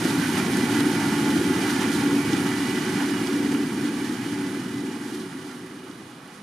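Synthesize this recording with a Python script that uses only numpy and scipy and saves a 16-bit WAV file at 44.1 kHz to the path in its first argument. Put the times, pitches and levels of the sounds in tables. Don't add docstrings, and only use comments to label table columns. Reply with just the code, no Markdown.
import sys
import numpy as np
from scipy import signal
from scipy.fft import rfft, irfft
from scipy.io import wavfile
from scipy.ndimage import uniform_filter1d

SR = 44100
rng = np.random.default_rng(int(sys.argv[2]) if len(sys.argv) > 2 else 0)


def transcribe(signal):
    frames = np.atleast_2d(signal).T
    limited = np.clip(frames, -1, 1)
    pcm = np.round(limited * 32767).astype(np.int16)
    wavfile.write(sys.argv[1], SR, pcm)


N = 283122
T = np.arange(N) / SR
HZ = np.maximum(np.arange(N // 2 + 1) * SR / N, 1)

# frequency_hz, level_db
FIELD_SPECTRUM = [(30, -18), (120, -14), (300, -6), (500, 5.5), (700, 1.5), (900, -0.5), (1170, 2),
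                  (1600, -1), (2200, -6), (4000, -10.5), (9000, -27), (14000, -52)]
# time_s, pitch_hz, level_db
DRONE_CURVE = [(0, 193, -100), (6.1, 196, -87), (6.25, 192.4, -59), (6.36, 209, -48), (6.42, 205, -44)]

# time_s, level_db
PASSING_LEVEL = [(0.0, -1), (1.85, -0.5), (2.15, -1.5), (3.1, -3), (3.75, -6), (4.15, -6), (4.8, -9.5),
                 (5.2, -11), (5.75, -16), (6.42, -19.5)]
CHAIN_DB, SOIL_DB, DUST_DB = -31.5, -36.5, -40
CHAIN_FADES, SOIL_FADES, DUST_FADES = 1.205, 1.13, 0.95

# time_s, level_db
ENGINE_LEVEL = [(0, -31.3), (0.9, -31.5), (1.6, -32), (2.4, -33.5), (2.9, -36.5), (3.6, -38), (4.1, -39.5),
                (4.7, -39), (5.0, -44.5), (5.2, -44.5), (5.6, -46.5), (6.42, -53.5)]
# pitch_hz, level_db (relative to the rumble)
ENGINE_ORDERS = [(85.2, -25), (113.4, -12), (125, -16), (146, -16), (170, -15)]
# frequency_hz, level_db
RUMBLE_SPECTRUM = [(20, -43), (55, -29), (75, -16), (90, -9.5), (115, -3), (170, 4), (195, 5.5), (230, -53),
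                   (300, -43)]
ENGINE_THROB_DB, ENGINE_THROBS_PER_S = 1.5, 7.8
DRUM_THROB_DB, DRUM_THROBS_PER_S = 0.98, 2.8

# time_s, pitch_hz, level_db (relative to the dust before its showers and spills)
TURBO_CURVE = [(0, 9110, -16), (0.35, 9100, -14), (0.65, 9055, -14), (1.15, 9040, -14.5), (1.8, 9048, -13),
               (2.1, 9025, -15), (2.6, 9050, -18), (3.1, 9090, -21), (3.7, 9105, -18), (4.25, 9098, -13),
               (4.6, 9065, -21), (4.95, 9015, -14), (5.3, 9038, -12), (5.8, 9040, -17), (6.42, 9042, -20)]
# pitch_hz (at mean pump speed), near_db, far_db (both relative to the clatter),
# facing_s (beam points this way), half_length_s, swell_db, wander_hz (rms)
WHINE_LINES = [(855, -17.5, -13, 1.2, 0.6, 5, 8), (900, -16, -18, 1.0, .8, 4.5, 18),
               (1140, -26, -21.5, 3.2, 1.2, 4, 3), (1425, -19.5, -18, 1.2, 1.0, 9, 3),
               (1710, -22, -17, 1.8, .4, 5, 4), (1995, -12.5, -11, 1.6, 0.55, 2.5, 2),
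               (2280, -18.5, -19, 3.1, 1.3, 4.5, 3), (2910, -26, -11.5, 2.95, .45, 6.5, 7),
               (3138, -26, -23, 1.45, 0.35, 10.5, 4)]

# frequency_hz, level_db
SOIL_SPECTRUM = [(2000, -34), (2700, -0.5), (3100, 2.5), (3700, -0.5), (4700, -1), (6500, -3.5),
                 (8000, -6.5), (9000, -6.5), (11000, -48)]
# frequency_hz, level_db
DUST_SPECTRUM = [(6500, -6.5), (8200, -12), (9100, 2.5), (10200, 1), (11300, -2), (12400, -3), (13600, -6),
                 (15200, -24)]
# peak_s, rise_s, fall_s, chain_swell_db, soil_swell_db
EARTH_SPILLS = [(0.05, 0.017, 0.082, 0, 2.5), (0.225, 0.017, .07, 1.5, 2), (0.39, .03, 0.0092, 5, 4),
                (0.74, .04, 0.032, 2.5, 2), (0.805, .008, 0.01, 4.5, 2.5), (1.71, 0.027, 0.021, 0.5, 3),
                (1.84, .04, 0.052, 2, 1), (1.945, 0.025, 0.032, -1.5, 2.5), (2.32, .008, .02, 0.8, 2.5),
                (3.028, 0.048, 0.034, 3.2, 0.7), (3.52, 0.014, 0.025, 3, 1.5), (4.04, .015, .05, -0.5, 2),
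                (4.21, .02, .04, 1.5, -1), (5.166, 0.09, .07, 0.5, 2.3), (5.52, .06, 0.079, 2.5, 2),
                (6.352, 0.054, 0.055, 3.5, 3.5)]
AIR_LOSS_DB_PER_S = 1.5

# frequency_hz, level_db
CLATTER_SPECTRUM = [(400, -27), (600, -6), (780, -2), (1000, -6), (1215, -6.5), (1500, -1.5), (1900, -2.5),
                    (2150, -8), (2550, -7.5), (2900, -8), (3600, -41)]
# pitch_hz, width_hz, level_db,
# pitch_wander (rms share of the pitch)
ROD_MODES = [(880, 54, 0, .04), (1100, 140, -14, .02), (1434, 170, -4.5, .03), (1740, 130, -14.5, .02),
             (2010, 110, -11, .01), (2330, 78, -4.5, .015), (2465, 135, -8, .015), (2872, 69, -8.5, .005)]
# pitch range (Hz), width of each ring (Hz), knocks per second on each link
LINK_RANGE_HZ, LINK_WIDTH_HZ, LINK_KNOCKS_PER_S = (760, 2500), 10, 5
LINK_DB = -7.5

# start_s, level_db
STONE_CLINKS = [(0.052, -26), (1.592, -23.5), (2.062, -25.5), (3.522, -29.5), (3.548, -30.5), (4.547, -36),
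                (5.326, -37.5), (5.712, -41.5)]
# start_s, level_db
FLINT_TICKS = [(0.055, -31), (0.222, -33), (0.570, -28.5), (0.806, -30), (0.896, -34), (1.917, -31.5),
               (1.939, -29.5), (3.542, -39), (5.148, -42), (5.663, -46), (6.278, -50)]
# start_s, thud_db, clack_db (before the common trim in low_thuds)
LOW_THUDS = [(0.048, -11, -28), (0.103, -26, -23), (0.378, -22, -25), (0.570, -26, -25), (0.606, -17, -38),
             (0.805, -25, -26), (1.133, -15, -38), (1.271, -17, -34), (1.362, -16, -38), (1.501, -14, -38),
             (1.918, -26, -26), (2.070, -15, -38), (2.331, -15, -24), (3.116, -17, -38), (3.271, -28, -27),
             (3.520, -18, -30), (3.851, -20, -36), (4.093, -18, -31), (4.570, -24, -42), (4.869, -21, -38),
             (5.150, -36, -40), (5.200, -32, -37), (5.345, -29, -46), (5.513, -34, -38), (5.895, -33, -50),
             (5.912, -42, -40)]

# time_s, piston_rate_hz (before a slight random waver)
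PUMP_SPEED_CURVE = [(0, 285), (0.33, 287.2), (0.6, 285), (0.79, 286.5), (0.93, 284.3), (1.5, 284.8),
                    (1.85, 287.2), (1.98, 283.7), (2.76, 283.5), (3.0, 285.2), (3.2, 285.2), (3.38, 287.4),
                    (3.6, 285.3), (4.35, 286.8), (4.52, 285.3), (4.76, 287), (5.0, 284.1), (6.42, 284.3)]
# time_s, level_db (relative to the drumming)
PUMP_HUM_LEVEL = [(0, -3), (0.25, -5), (0.45, -14), (0.75, -2.5), (1.5, -1.5), (1.8, -6), (2.05, -.5),
                  (2.45, -1), (2.8, -5.5), (3.1, -.5), (3.6, -2), (4.4, -1.5), (5.1, -5), (6.42, -7)]
PUMP_WAVER_RAD = .4
SECOND_PUMP_DB, BEAT_S, BEAT_AT_S = -8.5, 0.46, 2.1

# pitch_hz (at mean pump speed), near_db, far_db (both relative to the drumming)
SHAFT_TONES = [(212.5, -18, -16), (221.5, -10, -13), (251.5, -13, -7.5), (375.5, -13, -9.5),
               (381, -19, -15), (444, -26, -25), (531, -34, -31)]
# pitch_hz, width_hz, level_db
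PANEL_MODES = [(210, 52, -10.5), (250.7, 27, 2), (309.5, 41, -1), (376.4, 28, -9)]
# frequency_hz, level_db
BOOM_SPECTRUM = [(140, -69), (180, -15), (205, -3), (250, 0), (320, -2), (375, -4), (400, -9.5), (500, -17),
                 (620, -27), (900, -51)]
# time_s, level_db (before the lulls and the throb)
DRUMMING_LEVEL = [(0, -26.5), (0.7, -25), (1.3, -24.5), (2.2, -26.5), (3.0, -27.5), (3.6, -27), (4.3, -31),
                  (5.2, -34.8), (5.7, -40), (6.2, -47.5), (6.42, -49.5)]
# centre_s, half_length_s, change_db
DRUMMING_LULLS = [(2.224, 0.01, -12), (4.08, 0.018, -4), (4.178, 0.0079, -14), (5.304, 0.036, -9),
                  (5.946, .015, -5)]

# frequency_hz, likeness (0 to 1)
STEREO_LIKENESS = [(25, 0.53), (70, 0.85), (150, 1), (350, 0.99), (520, 0.77), (700, 0.67), (900, 0.69),
                   (1150, 0.56), (1600, 0.81), (2400, 0.68), (4500, 0.61), (7000, 0.62), (9500, 0.61),
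                   (13000, 0.13)]
# frequency_hz, left_minus_right_db
STEREO_BALANCE = [(100, 0), (300, 0), (540, 0), (730, -3.5), (880, -0.5), (1170, -10), (1450, -4.5),
                  (2000, -5), (2300, -6), (2900, -6), (4500, -4.5), (9000, -3), (14000, -1.2)]
# centre_hz, width_hz, near_db, far_db (both left at the bottom)
SPECTRAL_HOLLOWS = [(576, 81, -2, -16), (2690, 140, -19, -19)]
CUTOFF_HZ = 15250


def from_db(db):
    return 10 ** (np.asarray(db) / 20)


def rms_one(x):
    return x / np.sqrt(np.mean(np.abs(x) ** 2) + 1e-20)


def in_time(rows):
    s, *columns = np.transpose(rows)
    return [np.interp(T, s, c) for c in columns]


def at_hz(points):
    hz, value = np.transpose(points)
    return np.interp(np.log(HZ), np.log(hz), value)


def colour(x, spectrum):
    return rms_one(irfft(rfft(x) * from_db(at_hz(spectrum)), N))


def white_pair():
    return rng.standard_normal((2, N))


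def drift(rate):
    step = 40
    r = np.exp(-2 * np.pi * rate * step / SR)
    noise = rng.standard_normal(N // step + 2002)
    slow = signal.lfilter([1], [1, -2 * r, r * r], noise)[2000:]
    return np.interp(np.arange(N) / step, np.arange(len(slow)), rms_one(slow))


def swell(at_s, rise_s, fall_s):
    return np.exp(-((T - at_s) / np.where(T < at_s, rise_s, fall_s)) ** 2)


def resonate(x, modes):
    out = 0
    for k, (hz, width, db) in enumerate(modes):
        r = np.exp(-np.pi * width / SR)
        poles = [1, -2 * r * np.cos(2 * np.pi * hz / SR), r * r]
        gain = (-1) ** k * from_db(db) * (1 - r * r) / 2
        out = out + gain * signal.lfilter([1, 0, -1], poles, x + 1e-18)
    return out


def impacts(per_s, spread_db):
    sizes = from_db(spread_db * np.minimum(rng.exponential(1, (2, N)), 4))
    signs = rng.choice([-1, 1], (2, N))
    return rms_one(sizes * signs * (rng.random((2, N)) < per_s / SR))


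def bursts(rows, t60):
    hits = np.zeros(N)
    for s, db in rows:
        hits[int(s * SR)] += from_db(db)
    return signal.lfilter([1], [1, -from_db(-60 / (t60 * SR))], hits + 1e-18)


def tone(hz, flutter, flutter_rate):
    phase = 2 * np.pi * (np.cumsum(hz + np.zeros(N)) / SR + rng.random())
    flutters = 1 + flutter * (drift(flutter_rate) + 1j * drift(flutter_rate))
    return rms_one(np.real(flutters * np.exp(1j * phase)))


def spread(pair):
    alike = np.clip(at_hz(STEREO_LIKENESS), 0, .999)
    mid, side = rfft(pair) * np.sqrt([(1 + alike) / 2, (1 - alike) / 2])
    return irfft([mid + side, mid - side], N)


def steady(x, seconds):
    return x / np.sqrt(uniform_filter1d(np.mean(x ** 2, axis=0), int(seconds * SR)) + 1e-12)


def field():
    return from_db(-48.5) * spread(colour(white_pair(), FIELD_SPECTRUM))


def drone():
    hz, db = in_time(DRONE_CURVE)
    return from_db(db) * tone(hz, flutter=0.26, flutter_rate=8.0)


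def engine(engine_db):
    rumble = spread(colour(white_pair(), RUMBLE_SPECTRUM))
    orders = sum(from_db(db) * tone(hz, flutter=0.18, flutter_rate=0.99) for hz, db in ENGINE_ORDERS)
    throb_db = ENGINE_THROB_DB * drift(ENGINE_THROBS_PER_S)
    return from_db(engine_db + throb_db) * steady(rumble + orders, seconds=0.266)


def turbo(dust_db):
    hz, db = in_time(TURBO_CURVE)
    return from_db(dust_db + db) * tone(hz, flutter=.9, flutter_rate=14)


def piston_rate():
    return in_time(PUMP_SPEED_CURVE)[0] * (1 + .0013 * drift(5))


def whines(clatter_db, piston_hz):
    out, speed = 0, piston_hz / piston_hz.mean()
    for hz, near_db, far_db, facing_s, half_s, swell_db, wander_hz in WHINE_LINES:
        beam_db = swell_db * swell(facing_s, half_s, half_s)
        db = clatter_db + np.linspace(near_db, far_db, N) + beam_db
        wandering_hz = hz * speed + wander_hz * drift(5)
        out = out + from_db(db) * tone(wandering_hz, flutter=.55, flutter_rate=7)
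    return out


def spills():
    return sum(np.outer([chain_db, soil_db], swell(s, rise_s, fall_s))
               for s, rise_s, fall_s, chain_db, soil_db in EARTH_SPILLS)


def soil(soil_db, dust_db, shake):
    grains = impacts(per_s=4000, spread_db=3.5) + from_db(6.5) * white_pair()
    grit = impacts(per_s=6500, spread_db=0.5) + from_db(-1.0) * white_pair()
    showers_db = 0.55 * shake + 0.83 * drift(46)
    crumbs = from_db(soil_db + showers_db) * colour(grains, SOIL_SPECTRUM)
    dust_level_db = dust_db + 0.47 * showers_db + 0.66 * drift(18)
    dust = from_db(dust_level_db) * colour(grit, DUST_SPECTRUM)
    top = signal.sosfiltfilt(signal.butter(2, 11500, "high", fs=SR, output="sos"), dust)
    return spread(crumbs + dust - top * (1 - from_db(-AIR_LOSS_DB_PER_S * T)))


def links(count=36):
    pitches = np.geomspace(*LINK_RANGE_HZ, count) * rng.uniform(.985, 1.015, count)
    out = 0
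    for hz in pitches:
        knocks = (rng.random(N) < LINK_KNOCKS_PER_S / SR) * rng.uniform(.4, 1, N)
        out = out + resonate(knocks, [(hz, LINK_WIDTH_HZ, 0)])
    return colour(out, CLATTER_SPECTRUM)


def rods(contacts):
    out = 0
    for k, (hz, width, db, wander) in enumerate(ROD_MODES):
        warped = T + wander * np.cumsum(drift(5)) / SR
        ringing = resonate(contacts, [(hz, width, db)])
        bent = np.array([np.interp(warped, T, side, period=N / SR) for side in ringing])
        out = out + (-1) ** k * bent
    return rms_one(out)


def chains(clatter_db, shake):
    ringing = rods(impacts(per_s=750, spread_db=1.6))
    wash = colour(white_pair(), CLATTER_SPECTRUM)
    clatter = spread(from_db(-6.0) * ringing + from_db(-3.0) * wash)
    level_db = clatter_db + 0.63 * shake + 0.35 * drift(27)
    return from_db(level_db) * (clatter + from_db(LINK_DB) * links())


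def stones(clink_t60=0.026, tick_t60=0.012):
    clinks = bursts(STONE_CLINKS, clink_t60) * colour(white_pair(), CLATTER_SPECTRUM)
    ticks = bursts(FLINT_TICKS, tick_t60) * colour(white_pair(), DUST_SPECTRUM)
    return spread(clinks + ticks)


def low_thuds(clack_t60=0.03):
    pulses = np.zeros(N)
    for s, thud_db, _ in LOW_THUDS:
        pulses[int(s * SR)] = from_db(thud_db)
    panel_peak = np.abs(resonate(signal.unit_impulse(SR // 10), PANEL_MODES)).max()
    booms = resonate(pulses, PANEL_MODES) / panel_peak
    clacks = bursts([(s, clack_db) for s, _, clack_db in LOW_THUDS], clack_t60)
    grit = spread(colour(white_pair(), SOIL_SPECTRUM))
    return booms + from_db(-5.0) * clacks * grit


def pump(piston_hz):
    phase = 2 * np.pi * (np.cumsum(piston_hz) / SR + rng.random()) + PUMP_WAVER_RAD * drift(6)
    beat = 2 * np.pi * (T - BEAT_AT_S) / BEAT_S
    pair = rms_one(np.cos(phase) + from_db(SECOND_PUMP_DB) * np.cos(phase + beat))
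    return from_db(in_time(PUMP_HUM_LEVEL)[0]) * pair


def shafts(piston_hz):
    speed = piston_hz / piston_hz.mean()
    return sum(from_db(np.linspace(near_db, far_db, N)) * tone(hz * speed, flutter=.25, flutter_rate=2)
               for hz, near_db, far_db in SHAFT_TONES)


def body(piston_hz):
    lulls_db = sum(db * swell(s, half_s, half_s) for s, half_s, db in DRUMMING_LULLS)
    drum_db = in_time(DRUMMING_LEVEL)[0] + lulls_db
    blows = rms_one(resonate(impacts(per_s=200, spread_db=3.5), PANEL_MODES))
    boom = colour(white_pair(), BOOM_SPECTRUM)
    panels = spread(from_db(-5) * blows + from_db(-1.0) * boom)
    drumming = steady(panels + shafts(piston_hz), seconds=0.09)
    throb_db = DRUM_THROB_DB * drift(DRUM_THROBS_PER_S)
    return from_db(drum_db + throb_db) * (drumming + pump(piston_hz))


def scene():
    passing_db, = in_time(PASSING_LEVEL)
    chain_spill_db, soil_spill_db = spills()
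    clatter_db = CHAIN_DB + CHAIN_FADES * passing_db
    soil_db = SOIL_DB + SOIL_FADES * passing_db
    dust_db = DUST_DB + DUST_FADES * passing_db
    piston_hz = piston_rate()
    shake = drift(12.0)
    lows = engine(in_time(ENGINE_LEVEL)[0]) + body(piston_hz)
    drives = whines(clatter_db, piston_hz) + turbo(dust_db)
    sieves = chains(clatter_db + chain_spill_db, shake)
    sieves = sieves + soil(soil_db + soil_spill_db, dust_db + soil_spill_db, shake)
    accents = low_thuds() + stones()
    total = lows + drives + sieves + accents + drone() + field()
    lean_db = at_hz(STEREO_BALANCE) / 2
    return irfft(rfft(total) * from_db([lean_db, -lean_db]), N)


def record(dry):
    for hz, width, near_db, far_db in SPECTRAL_HOLLOWS:
        notched = signal.lfilter(*signal.iirnotch(hz, hz / width, fs=SR), dry)
        dry = notched + from_db(np.linspace(near_db, far_db, N)) * (dry - notched)
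    return signal.sosfilt(signal.ellip(12, .1, 80, CUTOFF_HZ, fs=SR, output="sos"), dry)


dry = scene()
out = record(dry)
transcribe(out)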